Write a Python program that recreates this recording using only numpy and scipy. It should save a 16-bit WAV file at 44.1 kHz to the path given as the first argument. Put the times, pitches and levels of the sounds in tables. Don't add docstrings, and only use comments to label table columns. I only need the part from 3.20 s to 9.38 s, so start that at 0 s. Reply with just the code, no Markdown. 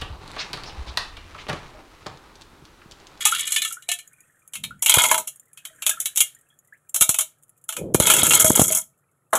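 import sys
import numpy as np
from scipy import signal
from scipy.fft import rfft, irfft, next_fast_len
from scipy.io import wavfile

SR = 44100
rng = np.random.default_rng(int(sys.argv[2]) if len(sys.argv) > 2 else 0)


def master(y):
    cut = np.clip(np.atleast_2d(y).T, -1, 1)
    pcm = np.round(cut * 32767)
    wavfile.write(sys.argv[1], SR, pcm.astype(np.int16))


N = 272538
TIME = np.arange(N) / SR
AGE = np.arange(SR // 3) / SR

# time in seconds, peak level in dB, glass clink in dB against the blow.
PEBBLE_BLOWS = [(0.0532, 0.5, -13), (0.0687, -8, -11), (0.1206, -15, -8), (0.1483, -14.5, -5),
                (0.1942, -15.5, -6.5), (0.2741, -14.5, -9.5), (0.3205, -6, -15), (0.3617, -7.5, -2.5),
                (0.4191, -11.5, -6), (0.4487, -12.5, -8), (0.5245, -16.5, -23.5), (0.623, -34, -9.5),
                (0.6888, -12, -6.5), (0.7157, -9, -9), (0.7883, -25.5, -9.5), (1.3355, -20.5, -12.5),
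                (1.3534, -19.5, -8), (1.4375, -19.5, -3), (1.6238, -6, -19), (1.6608, -2.5, -10.5),
                (1.6952, 1, -12), (1.7397, -1, -11.5), (1.7841, -4.5, -9), (1.8381, -6, -9),
                (1.9126, -2.5, -13), (1.9435, -9, -9), (1.9789, -8.5, -20.5), (2.074, -15, -19.5),
                (2.374, -33, -6), (2.452, -23, -9), (2.622, -18.5, -9.5), (2.6649, -4, -12),
                (2.6932, -5.5, -14.5), (2.802, -10, -23), (2.8567, -9, -12.5), (2.959, -12.5, -19),
                (2.9734, -3.5, -15), (3.0047, 1, -13.5), (3.7444, -7, -21.5), (3.7604, -7.5, -21),
                (3.8094, 1.5, -17.5), (3.8214, -0.5, -16.5), (3.8913, -1, -20.5), (3.9429, -11.5, -14),
                (3.9873, -4, -16.5), (4.009, -9, -18), (4.4897, -15, -12.5), (4.5241, -19.5, -12.5),
                (4.5661, -16, -12.5), (4.7447, -4.5, -18.5), (4.7999, -3.5, -14.5), (4.8232, -9.5, -16.5),
                (4.8694, -2.5, -10), (4.9003, 1, -12), (4.9104, -2, -11.5), (4.9369, -2.5, -14.5),
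                (4.9653, -5, -17), (4.9925, -7.5, -13.5), (5.0326, -2.5, -20), (5.0668, -3.5, -19),
                (5.1078, -5.5, -6), (5.1345, -2, -10), (5.1979, 0.5, -22.5), (5.2448, -1.5, -25.5),
                (5.3532, -6.5, -19.5), (5.3948, -1.5, -19.5), (5.4158, -3, -32), (5.5242, -9, -18.5),
                (5.5495, -4, -35), (5.5712, -6.5, -37), (6.132, -12.5, -13.5), (6.153, -6.5, -20)]
# time in seconds, level in dB.
BOWL_HUMS = [(0.687, -31), (1.912, -20), (2.505, -51), (5.244, -13), (5.504, -21.5), (6.131, -13.5)]
# time in seconds, level in dB.
MIC_OVERLOADS = [(1.77, -9.5), (3.811, -30.5), (3.891, -24), (4.747, -4.5), (4.8, -11), (5.03, -17),
                 (5.245, -16), (5.303, -9.5), (5.376, -19.5), (5.394, -7), (5.415, -11)]
# time in seconds, level in dB.
BOWL_LANDINGS = [(6.129, -14)]
# time in seconds, level in dB.
CLEAR_DRIPS = [(0.876, -36), (0.9314, -42), (1.0051, -39), (1.2768, -35), (2.159, -36), (2.1971, -33.5),
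               (2.3319, -38), (3.1483, -36), (3.3892, -42), (3.694, -29.5), (4.2343, -40), (4.2941, -40),
               (4.4404, -36.5)]
# time in seconds, level in dB, starting pitch in Hz,
# glide in octaves per second (negative falls).
AIR_GULPS = [(.054, -18.5, 895, -6.5), (.06, -16.5, 1200, 5), (.123, -10, 1309, 11), (.452, -28, 1280, 4),
             (.51, -29, 1366, -1), (.569, -29.5, 1360, 10), (1.508, -27, 1363, 6.5), (2.71, -26, 1643, 1.5),
             (2.735, -32, 1370, 3), (2.772, -30.5, 1310, 6.5), (3.165, -49, 1850, -1.5),
             (3.302, -52, 3270, 3.5), (3.524, -37, 1572, 23)]
# start, peak and end in seconds,
# crack level in dB, clink level in dB.
CHURN_STROKES = [(0, .08, 0.5, -25.5, -27.5), (1.68, 1.85, 1.917, -17.5, -21.5),
                 (4.83, 5.21, 5.58, -14.5, -26)]
# start, peak and end in seconds,
# rumble level in dB, scrape level in dB.
RUB_STROKES = [(1.37, 1.48, 1.57, -46.5, -66), (1.72, 1.93, 2.005, -52, -43), (4.59, 4.62, 4.72, -34, -30),
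               (4.75, 4.95, 5.52, -35, -33)]
# time in seconds, level in dB.
WATER_FLOW = [(0, -40), (.45, -47.5), (.62, -59.5), (1.1, -62), (1.3, -65.5), (2.25, -69), (2.7, -49),
              (3.4, -71), (6.18, -79.5)]
# time in seconds,
# hollow share of the knock's power from 0 to 1.
CUPPED_SHARE = [(1.3, 0.05), (1.65, 0.72), (1.95, 0.87), (2.2, 0.04), (6.1, 0.3)]
# time in seconds, level in dB.
PILE_KNOCK_LEVEL = [(.75, -28), (1.34, -18), (1.66, -20.5), (1.8, -1), (1.95, -0.5), (2.07, -23),
                    (2.66, -15), (2.86, -28.5), (3.75, -17.5), (4.5, -12), (4.9, -9), (5.5, -13.5)]

# mode in Hz, width in Hz, level in dB drained, level in dB holding water.
GLASS_MODES = [(1772, 21, -9, 6.5), (2242, 71, -6.5, 1.5), (2386, 26, -3, -1), (2644, 29, -8.5, -8),
               (2889, 65, -7, 6), (3033, 19, -3.5, -9.5), (3137, 100, 0.5, -24), (3314, 43, 0, 2.5),
               (3560, 20, -5, -2.5), (3790, 25, -6.5, -36.5), (3876, 90, -10.5, -2), (4250, 29, -10, -15.5)]
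# mode in Hz, width in Hz, level in dB.
CHIME_MODES = [(6850, 60, -2), (7170, 50, -2), (7710, 50, -2), (8490, 70, -5), (9790, 80, 0),
               (10290, 80, -1), (11900, 100, -3)]
# mode in Hz, width in Hz, level in dB.
HOLLOW_MODES = [(890, 34, 4), (968.6, 25, 2), (2152, 110, -3.5)]
# mode in Hz, width in Hz, level in dB.
PILE_MODES = [(1080, 63, -16), (1274, 26, 10.5), (1370, 110, 10.5), (1686, 39, -8), (1700, 25, -14.5)]
# centre in Hz, width in Hz, level in dB.
CLATTER_BANDS = [(1500, 400, -5), (2250, 230, -3), (3200, 1000, 0), (4350, 400, -5)]

# frequency in Hz, level in dB per Hz.
CRACK_TONE = [(4000, -45), (4900, -30), (5400, -13), (6000, -9), (6700, -2), (8000, -2), (8800, -5),
              (9400, -11), (9850, 1), (10600, 0), (11400, -5), (12500, -6), (13900, -14), (15400, -13),
              (15900, -50)]
# frequency in Hz, level in dB per Hz.
OVERLOAD_TONE = [(20, -38), (45, -17.5), (75, -2), (230, 0), (600, -4), (1200, -11.5), (3000, -35.5)]
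# frequency in Hz, level in dB per Hz.
SLAB_TONE = [(88, -45), (150, -36), (588, -18), (661, -20.5), (780, -19), (837, -15), (1400, -15.5),
             (2280, -33.5), (2500, -40), (3250, -60), (5500, -120)]
# frequency in Hz, level in dB per Hz.
RUMBLE_TONE = [(30, -18), (70, -10), (110, -4), (170, -0.5), (240, -4.5), (340, -28.5), (700, -39.5),
               (4000, -100)]
# frequency in Hz, level in dB per Hz.
SCRAPE_TONE = [(150, -37.5), (280, 4), (450, 6.5), (560, 5), (700, -9), (1100, -26), (2500, -57.5),
               (5000, -100)]
# frequency in Hz, level in dB per Hz.
POUR_TONE = [(300, -3), (650, -8.5), (1000, -15.5), (1400, 3), (2300, -6.5), (3400, -13), (4800, -37.5),
             (7000, 0.5), (12000, -7), (16000, -24)]
# frequency in Hz, level in dB per Hz.
TICK_TONE = [(1500, -24), (3300, -18), (4800, -40), (6000, -18), (7000, 0), (9300, -5), (10300, 0),
             (13000, -6), (15800, -13)]
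# frequency in Hz, level in dB per Hz.
HUSH_TONE = [(15, -29.5), (25, -2), (43, -17), (141, 14), (200, -1.5), (545, -1), (1040, -8.5), (1330, 3),
             (1650, -21), (4870, -29), (6210, -29.5), (7510, -19), (9320, -22.5), (10700, -7.5),
             (16000, -39)]

DRAINED_S = 1.1
REBOUND_S, REBOUND_SCATTER_S, REBOUND_DB = .016, .0059, -10
KNOCK_FOLLOWS_GLASS, USUAL_CLINK_DB = .43, -7.5
HUM_FULL_HZ, HUM_DRAINED_HZ, HUM_SCATTER_HZ = 697, 642.6, 8.5
HUM_T60 = .2
DRIPS_PER_S, STRAY_DRIP_DB = 3, -46
HUSH_DB = -70
NOTCH_HZ, NOTCH_WIDTH_HZ, NOTCH_DB = 4763, 130, -8.5
TOP_HZ = 15700


def pebbles(crack_db=-2, clink_db=-2, hollow_db=0, knock_db=-1,
            churn_db=-2, churn_clink_db=-3, churn_knock_db=0, clatter_db=-7):
    crack, clink, knock, tinks = blows()
    stirring = strokes(CHURN_STROKES, axis=3, swell_db=8.5, sag_db=0, attack_s=.054, release_s=.14)
    on_glass = strokes(CHURN_STROKES, axis=4, swell_db=5.5, sag_db=12, attack_s=.072, release_s=.15)
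    stone_rattle = jostle(rate=260, spread_db=2, t60=.045)
    glass_rattle = jostle(rate=330, spread_db=3, t60=.024)
    pile_rattle = jostle(rate=230, spread_db=2, t60=.03)
    crack = crack + amp(churn_db) * stirring * stone_rattle
    clink = clink + amp(churn_clink_db) * on_glass * glass_rattle
    knock = knock + amp(churn_knock_db + knocking(TIME)) * stirring * pile_rattle

    full = TIME < DRAINED_S
    dulled = signal.lfilter(*signal.butter(2, 12000, fs=SR), crack)
    crack = np.where(full, dulled, crack)
    chime = amp(-11) * resonate(crack, CHIME_MODES, skirt=.15)
    stone = amp(crack_db) * (coloured(crack, CRACK_TONE) + chime)

    modes = np.array(GLASS_MODES)
    drained_glass = resonate(clink * ~full, modes[:, :3], skirt=.037)
    full_glass = resonate(clink * full, modes[:, [0, 1, 3]], skirt=.014)
    glass = amp(clink_db) * (drained_glass + full_glass)
    clatter = amp(clatter_db) * resonate(clink, CLATTER_BANDS, skirt=.3)

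    cupped = np.clip(np.interp(TIME, *np.transpose(CUPPED_SHARE)), 0, 1)
    hollow = amp(hollow_db) * resonate(knock * np.sqrt(cupped), HOLLOW_MODES, skirt=.16)
    pile = amp(knock_db) * resonate(knock * np.sqrt(1 - cupped), PILE_MODES, skirt=.9)
    return stone + glass + clatter + hollow + pile + tinks


def blows(force_db=-9, glass_db=4, ping_db=-6, tink_db=-3, tock_db=-4, lead_in_db=-19):
    crack, clink, knock, tinks = np.zeros((4, N))
    for s, peak_db, glass_rel in PEBBLE_BLOWS:
        db = peak_db + force_db
        clink_rel = glass_rel + glass_db
        knock_rel = knocking(s) + KNOCK_FOLLOWS_GLASS * (clink_rel - USUAL_CLINK_DB)

        ping = amp(ping_db) * own_ring(6400, 11000, t60=.011, count=6)
        strike = burst(t60=.075, room_db=-12.5, room_t60=.2, hold=.0018)
        add(crack, s, amp(db) * (ping + strike))
        lead_in_s = s - rng.uniform(.0025, .006)
        lead_in = burst(t60=.11, room_db=-16.5, room_t60=.25, hold=.0014)
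        add(crack, lead_in_s, amp(db + lead_in_db) * lead_in)

        on_glass = burst(t60=.055, room_db=-17, room_t60=.25, hold=.002)
        add(clink, s, amp(db + clink_rel) * on_glass)
        on_pile = burst(t60=.055, room_db=-13, room_t60=.2, hold=.002)
        add(knock, s, amp(db + knock_rel) * on_pile)
        tink = own_ring(2400, 4200, t60=.14, count=3)
        add(tinks, s, amp(db + clink_rel + tink_db) * tink)
        tock = own_ring(850, 1700, t60=.071, count=3)
        add(tinks, s, amp(db + knock_rel + tock_db) * tock)

        again = s + REBOUND_S + REBOUND_SCATTER_S * rng.uniform(-1, 1)
        rebound = burst(t60=.077, room_db=-10, room_t60=.15, hold=.0007)
        add(crack, again, amp(db + REBOUND_DB) * rebound)
        rebound_tink = own_ring(2100, 4200, t60=.11, count=3)
        add(tinks, again, amp(db + clink_rel + REBOUND_DB) * rebound_tink)
    tink_band = signal.butter(3, [600, 4300], "band", fs=SR, output="sos")
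    return crack, clink, knock, signal.sosfilt(tink_band, tinks)


def knocking(s):
    return np.interp(s, *np.transpose(PILE_KNOCK_LEVEL))


def bowl(hum_db=-4, faint_hum_db=-17, twin_db=-8, slab_db=-3):
    hum, slab = np.zeros((2, N))
    stirred = [(s, db + knocking(s) + faint_hum_db) for s, db, _ in PEBBLE_BLOWS]
    for s, db in list(BOWL_HUMS) + stirred:
        mode_hz = HUM_FULL_HZ if s < DRAINED_S else HUM_DRAINED_HZ
        hz = mode_hz + HUM_SCATTER_HZ * rng.standard_normal()
        twin_hz = hz + 16 * rng.standard_normal()
        tone = np.sin(2 * np.pi * hz * AGE) + amp(twin_db) * np.sin(2 * np.pi * twin_hz * AGE)
        swell_and_decay = fade(HUM_T60) - fade(.0087)
        add(hum, s, amp(db + hum_db) * tone * swell_and_decay)
    for s, db in BOWL_LANDINGS:
        landing = burst(t60=.24, room_db=-5.5, room_t60=.41, hold=.0014)
        add(slab, s, amp(db + slab_db) * landing)
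    return hum + coloured(slab, SLAB_TONE)


def mic_overloads(low_db=-12, low_hz=130, low_t60=.019, noise_db=-3):
    overload = np.zeros(N)
    for s, db in MIC_OVERLOADS:
        noise = burst(t60=.018, room_db=-35, room_t60=.2, hold=.003)
        low = np.sin(2 * np.pi * low_hz * AGE) * fade(low_t60)
        add(overload, s, amp(db) * (amp(low_db) * low + amp(noise_db) * noise))
    return coloured(overload, OVERLOAD_TONE)


def rubbing(rumble_db=0, scrape_db=0):
    low_slips = coloured(grains(rate=2500, spread_db=0), RUMBLE_TONE)
    high_slips = coloured(grains(rate=2500, spread_db=0), SCRAPE_TONE)
    low_gain = strokes(RUB_STROKES, axis=3, swell_db=6.5, sag_db=-2, attack_s=.06, release_s=.34)
    high_gain = strokes(RUB_STROKES, axis=4, swell_db=7.5, sag_db=3.5, attack_s=.077, release_s=.14)
    return amp(rumble_db) * low_gain * low_slips + amp(scrape_db) * high_gain * high_slips


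def water(pour_db=-4, trickle_db=-8, drip_db=-10, drip_ring_db=-4, bubble_db=3, patter_db=-72, echo_db=-4):
    drops, gulps, trickle = np.zeros((3, N))
    stray_times = rng.random(size=round(DRIPS_PER_S * N / SR)) * N / SR
    strays = [(s, STRAY_DRIP_DB) for s in stray_times]
    for s, db in list(CLEAR_DRIPS) + strays:
        tick = burst(t60=.03, room_db=-17, room_t60=.16, hold=.001)
        ring = amp(drip_ring_db) * own_ring(6500, 11000, t60=.05, count=2)
        add(drops, s, amp(db + drip_db) * (tick + ring))
    patter = amp(patter_db) * jostle(rate=30, spread_db=4, t60=.06)

    for s, db, hz, rise in AIR_GULPS:
        add(gulps, s, amp(db + bubble_db) * bubble(hz, rise, t60=.051))
    small_times = rng.random(size=330) * N / SR
    small_scatter = np.clip(rng.standard_normal(size=(330, 2)), -2, 2)
    for s, (size, pitch) in zip(small_times, small_scatter):
        add(trickle, s, amp(3 * size) * bubble(1750 * np.exp(.2 * pitch), rise=2, t60=.028))
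    flow = gains(WATER_FLOW, axis=1)
    bubbles = gulps + amp(trickle_db) * flow * unit(trickle)
    echo = rng.standard_normal(len(AGE)) * fade(.14)
    echo /= np.linalg.norm(echo)
    bubbles += amp(echo_db) * signal.fftconvolve(bubbles, echo)[:N]

    fizz = coloured(jostle(rate=1700, spread_db=2, t60=.1), POUR_TONE)
    return coloured(drops + patter, TICK_TONE) + bubbles + amp(pour_db) * flow * fizz


def bubble(hz, rise, t60):
    pitch = hz * 2 ** (rise * np.minimum(AGE, .06))
    return np.sin(2 * np.pi * np.cumsum(pitch) / SR) * (fade(t60) - fade(t60 / 4))


def kitchen_hush():
    return amp(HUSH_DB) * coloured(rng.standard_normal(N), HUSH_TONE)


def burst(t60, room_db, room_t60, hold):
    near = np.minimum(fade(t60) * amp(60 * hold / max(t60, .01)), 1)
    tail = amp(room_db) * fade(room_t60)
    return rng.standard_normal(len(AGE)) * np.hypot(near, tail)


def own_ring(low_hz, high_hz, t60, count):
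    place, size, phase = rng.random((3, count, 1))
    size = .3 + size
    size = size / np.sqrt(np.sum(size ** 2) / 2)
    hz = low_hz + place * (high_hz - low_hz)
    return np.sum(size * np.sin(2 * np.pi * (hz * AGE + phase)), 0) * fade(t60)


def grains(rate, spread_db):
    hits = rng.random(N) < rate / SR
    size = rng.standard_normal(N)
    spread = amp(spread_db * np.clip(rng.standard_normal(N), -2, 2))
    return unit(hits * size * spread)


def jostle(rate, spread_db, t60):
    echo = rng.standard_normal(len(AGE)) * fade(t60)
    return unit(signal.fftconvolve(grains(rate, spread_db), echo)[:N])


def strokes(rows, axis, swell_db, sag_db, attack_s, release_s):
    gain = np.zeros(N)
    for row in rows:
        start, peak, end = row[:3]
        held = np.interp(TIME, [start, peak, end], [sag_db / 2 - swell_db, 0, -sag_db / 2 - swell_db])
        outside = np.maximum(start - TIME, 0) / attack_s + np.maximum(TIME - end, 0) / release_s
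        gain += amp(row[axis] + held - 60 * np.minimum(outside, 2))
    return gain


def gains(rows, axis):
    rows = np.array(rows)
    return amp(np.interp(TIME, rows[:, 0], rows[:, axis]))


def fade(t60):
    return amp(-60 * AGE / max(t60, .002))


def resonate(x, modes, skirt):
    hz = np.array(modes)[:, 0]
    low_hz = hz.min() / (1 + abs(skirt))
    high_hz = min(hz.max() * (1 + abs(skirt)), SR / 2 - 1)
    band = signal.butter(3, [low_hz, high_hz], "band", fs=SR, output="sos")

    def response(f):
        ring = sum(amp(db) * 1j * f * w / (c * c - f * f + 1j * f * w) for c, w, db in modes)
        return ring * signal.sosfreqz(band, f, fs=SR)[1]
    return filtered(x, response)


def coloured(x, points):
    hz, db = np.transpose(points)

    def response(f):
        cepstrum = irfft(np.log(amp(np.interp(np.log(f + 1), np.log(hz), db))))
        cepstrum[1:len(f) - 1] *= 2
        cepstrum[len(f):] = 0
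        return np.exp(rfft(cepstrum))
    return filtered(x, response)


def filtered(x, response):
    size = 2 * next_fast_len(N)
    h = response(np.fft.rfftfreq(size, 1 / SR))
    h = h / np.sqrt(np.mean(abs(h) ** 2))
    return irfft(rfft(x, size) * h, size)[:N]


def add(track, s, sound):
    start = max(round(s * SR), 0)
    track[start:start + len(sound)] += sound[:max(N - start, 0)]


def unit(x):
    return x / np.sqrt(np.mean(x ** 2) + 1e-20)


def amp(db):
    return 10 ** (np.asarray(db) / 20)


def scene():
    return (pebbles() + bowl() + mic_overloads() + rubbing() + water() + kitchen_hush())[None]


def record(dry):
    def notch(f):
        return amp(NOTCH_DB * np.exp(-((f - NOTCH_HZ) / NOTCH_WIDTH_HZ) ** 2))
    ported = filtered(dry[0], notch)[None]
    rounded = ported / (1 + abs(ported) ** 8) ** (1 / 8)
    size = 2 * next_fast_len(N)
    kept = np.fft.rfftfreq(size, 1 / SR) < TOP_HZ
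    return irfft(rfft(rounded, size) * kept, size)[:, :N]


dry = scene()
out = record(dry)
master(out)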